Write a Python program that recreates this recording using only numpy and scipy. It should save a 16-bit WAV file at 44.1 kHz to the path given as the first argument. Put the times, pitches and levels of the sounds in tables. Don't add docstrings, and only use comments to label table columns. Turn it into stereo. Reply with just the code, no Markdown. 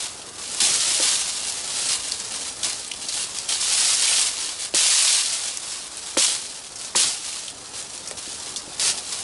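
import sys
import numpy as np
from scipy import signal
from scipy.fft import rfft, irfft, next_fast_len
from scipy.io import wavfile
from scipy.ndimage import uniform_filter1d

SR = 44100
rng = np.random.default_rng(int(sys.argv[2]) if len(sys.argv) > 2 else 0)


def file_out(sig):
    cols = np.atleast_2d(sig).T
    lim = np.clip(cols, -1, 1)
    pcm = np.round(lim * 32767).astype(np.int16)
    wavfile.write(sys.argv[1], SR, pcm)


N = 407043


def gain_of(db):
    return 10 ** (np.asarray(db) / 20)


def evened(x):
    return x / np.sqrt(np.mean(x ** 2) + 1e-20)


def read(points, hz):
    f, value = np.transpose(points)
    return np.interp(np.log(hz + 1), np.log(f + 1), value)


def add(mix, s, sound):
    part = mix[max(round(s * SR), 0):][:len(sound)]
    part += sound[:len(part)]


def filtered(x, response):
    size = next_fast_len(N + SR // 2, True)
    spectrum = rfft(x, size) * response(np.fft.rfftfreq(size, 1 / SR))
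    return irfft(spectrum, size)[..., :N]


def coloured(x, spectrum):
    return evened(filtered(x, lambda hz: gain_of(read(spectrum, hz))))


def banded(x, low_hz, high_hz):
    x = signal.sosfilt(signal.butter(4, low_hz, "high", fs=SR, output="sos"), x)
    return signal.sosfilt(signal.butter(2, high_hz, fs=SR, output="sos"), x)


def clicks(per_s, spread_db):
    at, size, chance = rng.random((3, 7000))
    height = gain_of(spread_db * np.minimum(-np.log(1 - size), 4)) * rng.choice([-1, 1], len(at))
    kept = chance < per_s * N / SR / len(at)
    return np.bincount((at * N).astype(int), height * kept, N)


def crackle(per_s, spread_db, ring_s, count=5):
    t = np.arange(512) / SR
    bursts = rng.standard_normal((count, len(t))) * np.exp(-t / ring_s)
    shapes = rfft(bursts)
    bursts = irfft(shapes / np.sqrt(np.mean(abs(shapes) ** 2, 0)))
    return evened(sum(signal.oaconvolve(clicks(per_s / count, spread_db), b)[:N] for b in bursts))


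def efforts(rows, skew=0.89, roundness=0.79):
    t, power = np.arange(N) / SR, np.zeros(N)
    for start, length, db in rows:
        u = t[t < length] / length
        arch = abs(np.sin(np.pi * u ** skew)) ** roundness
        add(power, start, (gain_of(db) * arch) ** 2)
    return np.sqrt(power)


def air(level_db=-48, apart_db=-7):
    # f/Hz, relative level/dB
    hum_spectrum = [(20, -11), (35, -2), (58, 5.5), (75, 2), (130, -4), (300, 0), (550, 1), (1050, 0),
                    (1600, -1.5), (3000, -19), (11000, -11)]
    shared, left, right = coloured(rng.standard_normal((3, N)), hum_spectrum)
    return gain_of(level_db) * (shared + gain_of(apart_db) * np.array([left, right]))


def feet(level_db=-2):
    # t/s, relative level/dB
    shuffle_points = [(0, -44), (3.4, -45), (5.0, -49), (6.6, -48), (9.23, -42)]
    # start/s, length/s, relative level/dB
    treads = [(0.59, 0.24, -35.5), (0.76, 0.48, -42), (1.6, 0.54, -46.5), (2.22, 0.26, -43),
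              (2.6, 0.12, -41), (4.36, 0.23, -51), (6.16, 0.4, -43.5), (6.95, 0.18, -34), (8.8, 0.15, -42),
              (9.02, 0.34, -61)]
    # f/Hz, relative level/dB
    ground_spectrum = [(30, -16), (80, -1.5), (130, -2.5), (210, -2), (420, -0.5), (650, -1.5), (1200, -4),
                       (4000, -41)]
    shuffle = gain_of(np.interp(np.arange(N) / SR, *np.transpose(shuffle_points)))
    weight = gain_of(level_db) * np.hypot(shuffle, efforts(treads))
    return weight * coloured(crackle(per_s=680, spread_db=0.5, ring_s=0.0016), ground_spectrum)


def thrashing(whip_s=0.0037):
    # t/s, drive/dB, held/s, t60/s
    releases = [(0.0, -27, 0.017, 0.47), (0.601, -15.5, 0.065, 1.05), (1.015, -21, 0.081, 1.7),
                (2.628, -23.5, 0.027, 0.47), (3.485, -25.5, 0.058, 1.2), (4.743, -16, 0.41, 0.93),
                (6.171, -14, 0.065, 0.7), (6.954, -14, 0.071, 0.57), (8.794, -23.5, 0.096, 0.36)]
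    t, power = np.arange(3 * SR) / SR, np.zeros(N)
    for at, db, held, t60 in releases:
        decay_db = -60 * np.maximum(t - held, 0) / t60
        speed = np.minimum(t / whip_s, 1) * gain_of(db + decay_db)
        add(power, at, speed ** 2)
    return np.sqrt(power)


def slips(per_s, spread_db, decay_s, steady):
    kicks = clicks(per_s, spread_db) ** 2
    power = signal.lfilter([1], [1, -np.exp(-1 / (decay_s * SR))], kicks)
    return evened(np.sqrt(steady + power / power.mean()))


def twig_ticks(per_s, spread_db, cycles, low_hz, high_hz, count=12):
    t = np.arange(1024) / SR
    pitches = np.geomspace(low_hz, high_hz, count) * rng.uniform(1.0, 1.04, count)
    rings = [np.sin(2 * np.pi * hz * t) * np.exp(-t * hz / cycles) for hz in pitches]
    return evened(sum(signal.oaconvolve(clicks(per_s / count, spread_db), r)[:N] for r in rings))


def brush():
    # start/s, length/s, drive/dB
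    pulls = [(0.36, .39, -31), (0.71, .47, -21), (1.32, 0.44, -30.5), (1.63, .46, -26), (1.88, 0.096, -24),
             (1.98, 0.36, -31.5), (2.24, .34, -31), (2.53, 0.4, -32), (2.93, 0.34, -32.5),
             (3.08, 0.24, -28), (3.26, 0.27, -32), (3.57, 0.61, -20), (3.97, .38, -19.5), (4.28, 0.34, -28),
             (4.57, .13, -28.5), (5.22, 0.38, -27), (5.54, 0.37, -32), (5.91, 0.37, -35), (6.33, 0.38, -36),
             (6.75, 0.16, -34), (7.1, 0.44, -32), (7.73, 0.13, -33), (7.81, 0.42, -40), (8.14, 0.33, -33),
             (8.41, 0.15, -35), (8.55, 0.7, -42), (8.83, 0.1, -20.5), (8.96, .05, -30.5), (9.01, 0.31, -31)]
    # f/Hz, relative level/dB
    leaf_spectrum = [(300, -52), (1000, -19), (2000, -8), (3000, -4), (4200, -1), (5500, -0.5),
                     (7000, -1.44), (8300, -0.5), (10000, -1.5), (11200, -5), (13000, -15)]
    # f/Hz, relative level/dB
    stem_spectrum = [(60, -20), (200, -20), (400, -5), (700, 3), (1500, 3), (2500, -3), (4000, -26.5),
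                     (9000, -38)]
    rest_db = -40
    stir = np.sqrt(gain_of(rest_db) ** 2 + efforts(pulls) ** 2 + thrashing() ** 2)

    scrape_db, at_stir_db, slope_db_per_db = -44, -30, 0.7762
    scrape = gain_of(scrape_db) * (stir / gain_of(at_stir_db)) ** slope_db_per_db

    crowding = 1 / (1 + (gain_of(-22.5) / stir) ** 2)
    flurries = slips(per_s=170, spread_db=2.1, decay_s=0.0073, steady=0.62) ** (1 - 0.83 * crowding)

    leaf_crackle = crackle(per_s=7000, spread_db=-1.0, ring_s=0.00038, count=18)
    leaves = coloured(leaf_crackle * flurries, leaf_spectrum)
    ticks = twig_ticks(per_s=900, spread_db=3.5, cycles=10.0, low_hz=2762, high_hz=10570)
    ticks = evened(ticks * flurries)
    stem_crackle = crackle(per_s=2500, spread_db=3.5, ring_s=0.00057)
    stems = coloured(stem_crackle * flurries, stem_spectrum)
    foliage = gain_of(0.5) * leaves + gain_of(-15.5) * ticks
    return foliage * stir + stems * scrape


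def snaps():
    # t/s, rms level/dB, ring f/Hz, tear decay/s
    twig_breaks = [(0.2169, -35.5, 3000, 0.006), (0.5467, -25, 7000, 0.003), (0.6025, -21.5, 3900, 0.006),
                   (0.7412, -21, 4260, 0.006), (2.1201, -16.5, 4300, 0.002), (2.2009, -27, 4400, 0.005),
                   (2.6334, -22, 3300, 0.004), (2.646, -23, 4500, 0.006), (2.731, -25, 4200, 0.003),
                   (2.847, -32, 3200, 0.005), (2.8789, -33, 7900, 0.007), (2.9148, -25, 2400, 0.002),
                   (2.918, -24.5, 2860, 0.004), (2.9365, -31, 3000, 0.006), (3.0859, -25, 4300, 0.01),
                   (3.125, -30, 4000, 0.02), (3.3862, -22.5, 4800, 0.004), (3.491, -24.5, 2800, 0.006),
                   (3.5224, -23, 2930, 0.007), (3.6117, -23, 4470, 0.004), (4.078, -23, 2500, 0.016),
                   (4.128, -22, 2300, 0.006), (5.012, -21, 2230, 0.004), (5.03, -21, 2520, 0.003),
                   (5.5727, -21.5, 6050, 0.003), (5.9718, -27.5, 8500, 0.002), (6.7565, -32.5, 5430, 0.012),
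                   (6.8134, -30, 8400, 0.004), (7.3285, -28, 2550, 0.003), (7.4804, -27.5, 2880, 0.006),
                   (7.9773, -31.5, 6000, 0.003), (8.0745, -29.5, 4950, 0.007), (8.086, -28, 7000, 0.002),
                   (8.1115, -24.5, 8000, 0.001), (8.5609, -24.5, 3500, 0.004), (8.566, -28, 4800, 0.018),
                   (8.7969, -19.5, 4200, 0.002)]
    out, t = np.zeros(N), np.arange(4096) / SR
    for s, db, hz, tear in twig_breaks:
        fibres = rng.standard_normal(len(t)) * (rng.random(len(t)) < 12000 / SR)
        fibres *= np.exp(-t / tear) + np.exp(-t / 0.0006)
        ring = np.sin(2 * np.pi * hz * t) * np.exp(-t * hz / 1.5)
        ringing = signal.fftconvolve(fibres, ring / np.linalg.norm(ring))[:len(t)]
        snap = banded(ringing - 1.7 * fibres, 1900, 11000)
        add(out, s, gain_of(db) * snap / np.std(snap[t < tear + 0.001]))
    return out


def knocks(splinter_db=13, splinter_s=0.0053):
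    # t/s, peak/dB, lowest f/Hz, highest f/Hz, ring-time factor
    blows = [(.618, -25, 70, 400, 1.3), (0.9991, -18, 340, 720, 0.64), (4.7397, -11, 395, 3500, 0.1),
             (4.7403, -24.5, 110, 240, .85), (6.1699, -5, 150, 1250, 1.2), (6.9504, -10.5, 520, 1610, 1.1),
             (6.953, -24, 131, 260, 2.1), (8.112, -22, 430, 1800, 0.31), (8.274, -33, 150, 600, 0.47),
             (8.677, -33, 110, 400, 0.63), (8.795, -30, 450, 2000, 0.61)]
    # f/Hz, relative level/dB, t60/s at ring-time factor 1
    limb_modes = [(117, -18, 0.094), (206, -12.5, 0.103), (351, 3.5, 0.047), (470, -9, 0.096),
                  (534, 1, 0.063), (782, -4, 0.043), (915, 6, 0.013), (1200, 2.5, 0.019), (1280, -21, .025),
                  (1680, -11, 0.014), (2380, 8, 0.016)]
    out, t = np.zeros(N), np.arange(SR // 4) / SR
    for s, db, low_hz, high_hz, ring in blows:
        wood = np.zeros(len(t))
        for k, (hz, mode_db, t60) in enumerate(limb_modes):
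            decay = gain_of(mode_db - 60 * t / (t60 * ring))
            wood += (-1) ** k * decay * np.sin(2 * np.pi * hz * t)
        splinters = rng.standard_normal(len(t)) * np.exp(-t / (splinter_s * ring))
        wood = banded(wood + gain_of(splinter_db) * splinters, low_hz, high_hz)
        add(out, s, gain_of(db) * wood / abs(wood).max())
    return out


def wander(per_s):
    points = rng.standard_normal(size=8000)
    return evened(np.interp(np.arange(N) * per_s / SR, np.arange(len(points)), points))


def echoes(x):
    # f/Hz, t60/s
    echo_t60 = [(100, 0.058), (500, 0.14), (2500, 0.2), (10000, 0.1)]
    taps = rng.choice([-1., 1.], (2, SR // 3)) * (rng.random((2, SR // 3)) < 3000 / SR)
    hz, t, z = signal.stft(taps, SR, nperseg=256)
    decay = gain_of(-60 * t / read(echo_t60, hz)[:, None])
    tail = signal.istft(z * decay, SR, nperseg=256)[1]
    tail /= np.linalg.norm(tail, axis=1, keepdims=True)
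    return signal.oaconvolve(x[None], tail, axes=1)[:, :N]


def woods(x, count=3):
    # f/Hz, level/dB
    scatter_levels = [(100, -11.5), (400, -8), (1000, -4.5), (2500, -11.5), (5000, -7.5), (10000, -8)]
    # f/Hz, phase/rad
    left_lead = [(50, 0.1), (250, -0.76), (700, -1.5), (1300, -1.63), (2000, -1.24), (3000, -0.78),
                 (4500, -0.3), (6500, -0.049), (11000, 0.073)]
    # f/Hz, L-R/dB
    left_tilt = [(100, 2), (300, 2), (600, 0), (1100, -2), (2300, -6.5), (4000, -6.5), (6000, -3.5),
                 (8000, -2), (11000, -0.8)]
    shares = np.array([wander(per_s=25) for _ in range(count)])
    shares /= np.sqrt((shares ** 2).sum(0))
    scattered = sum(echoes(x * share) for share in shares)
    scattered = filtered(scattered, lambda hz: gain_of(read(scatter_levels, hz)))
    side = np.array([[0.5], [-0.5]])
    direct = filtered(x, lambda hz: np.exp(1j * side * read(left_lead, hz)))
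    return filtered(direct + scattered, lambda hz: gain_of(side * read(left_tilt, hz)))


def scene():
    return air() + woods(feet() + brush() + snaps() + knocks())


def record(dry, threshold_db=-17, envelope_fall_db_per_s=9, strength=0.7, edge_hz=11120):
    power_db = 10 * np.log10(abs(uniform_filter1d((dry ** 2).mean(0), size=500)) + 1e-12)
    fall_db = np.arange(N) * envelope_fall_db_per_s / SR
    envelope_db = np.maximum.accumulate(power_db + fall_db) - fall_db
    over_db = np.maximum(envelope_db - threshold_db, 0)
    ducked = dry / gain_of(strength * uniform_filter1d(over_db, size=100))
    rounded = ducked / (1 + (ducked / 0.7) ** 4) ** 0.25
    low_pass = signal.firwin(1023, edge_hz, window=("kaiser", 9), fs=SR)
    return signal.oaconvolve(rounded, low_pass[None], "same")


dry = scene()
out = record(dry)
file_out(out)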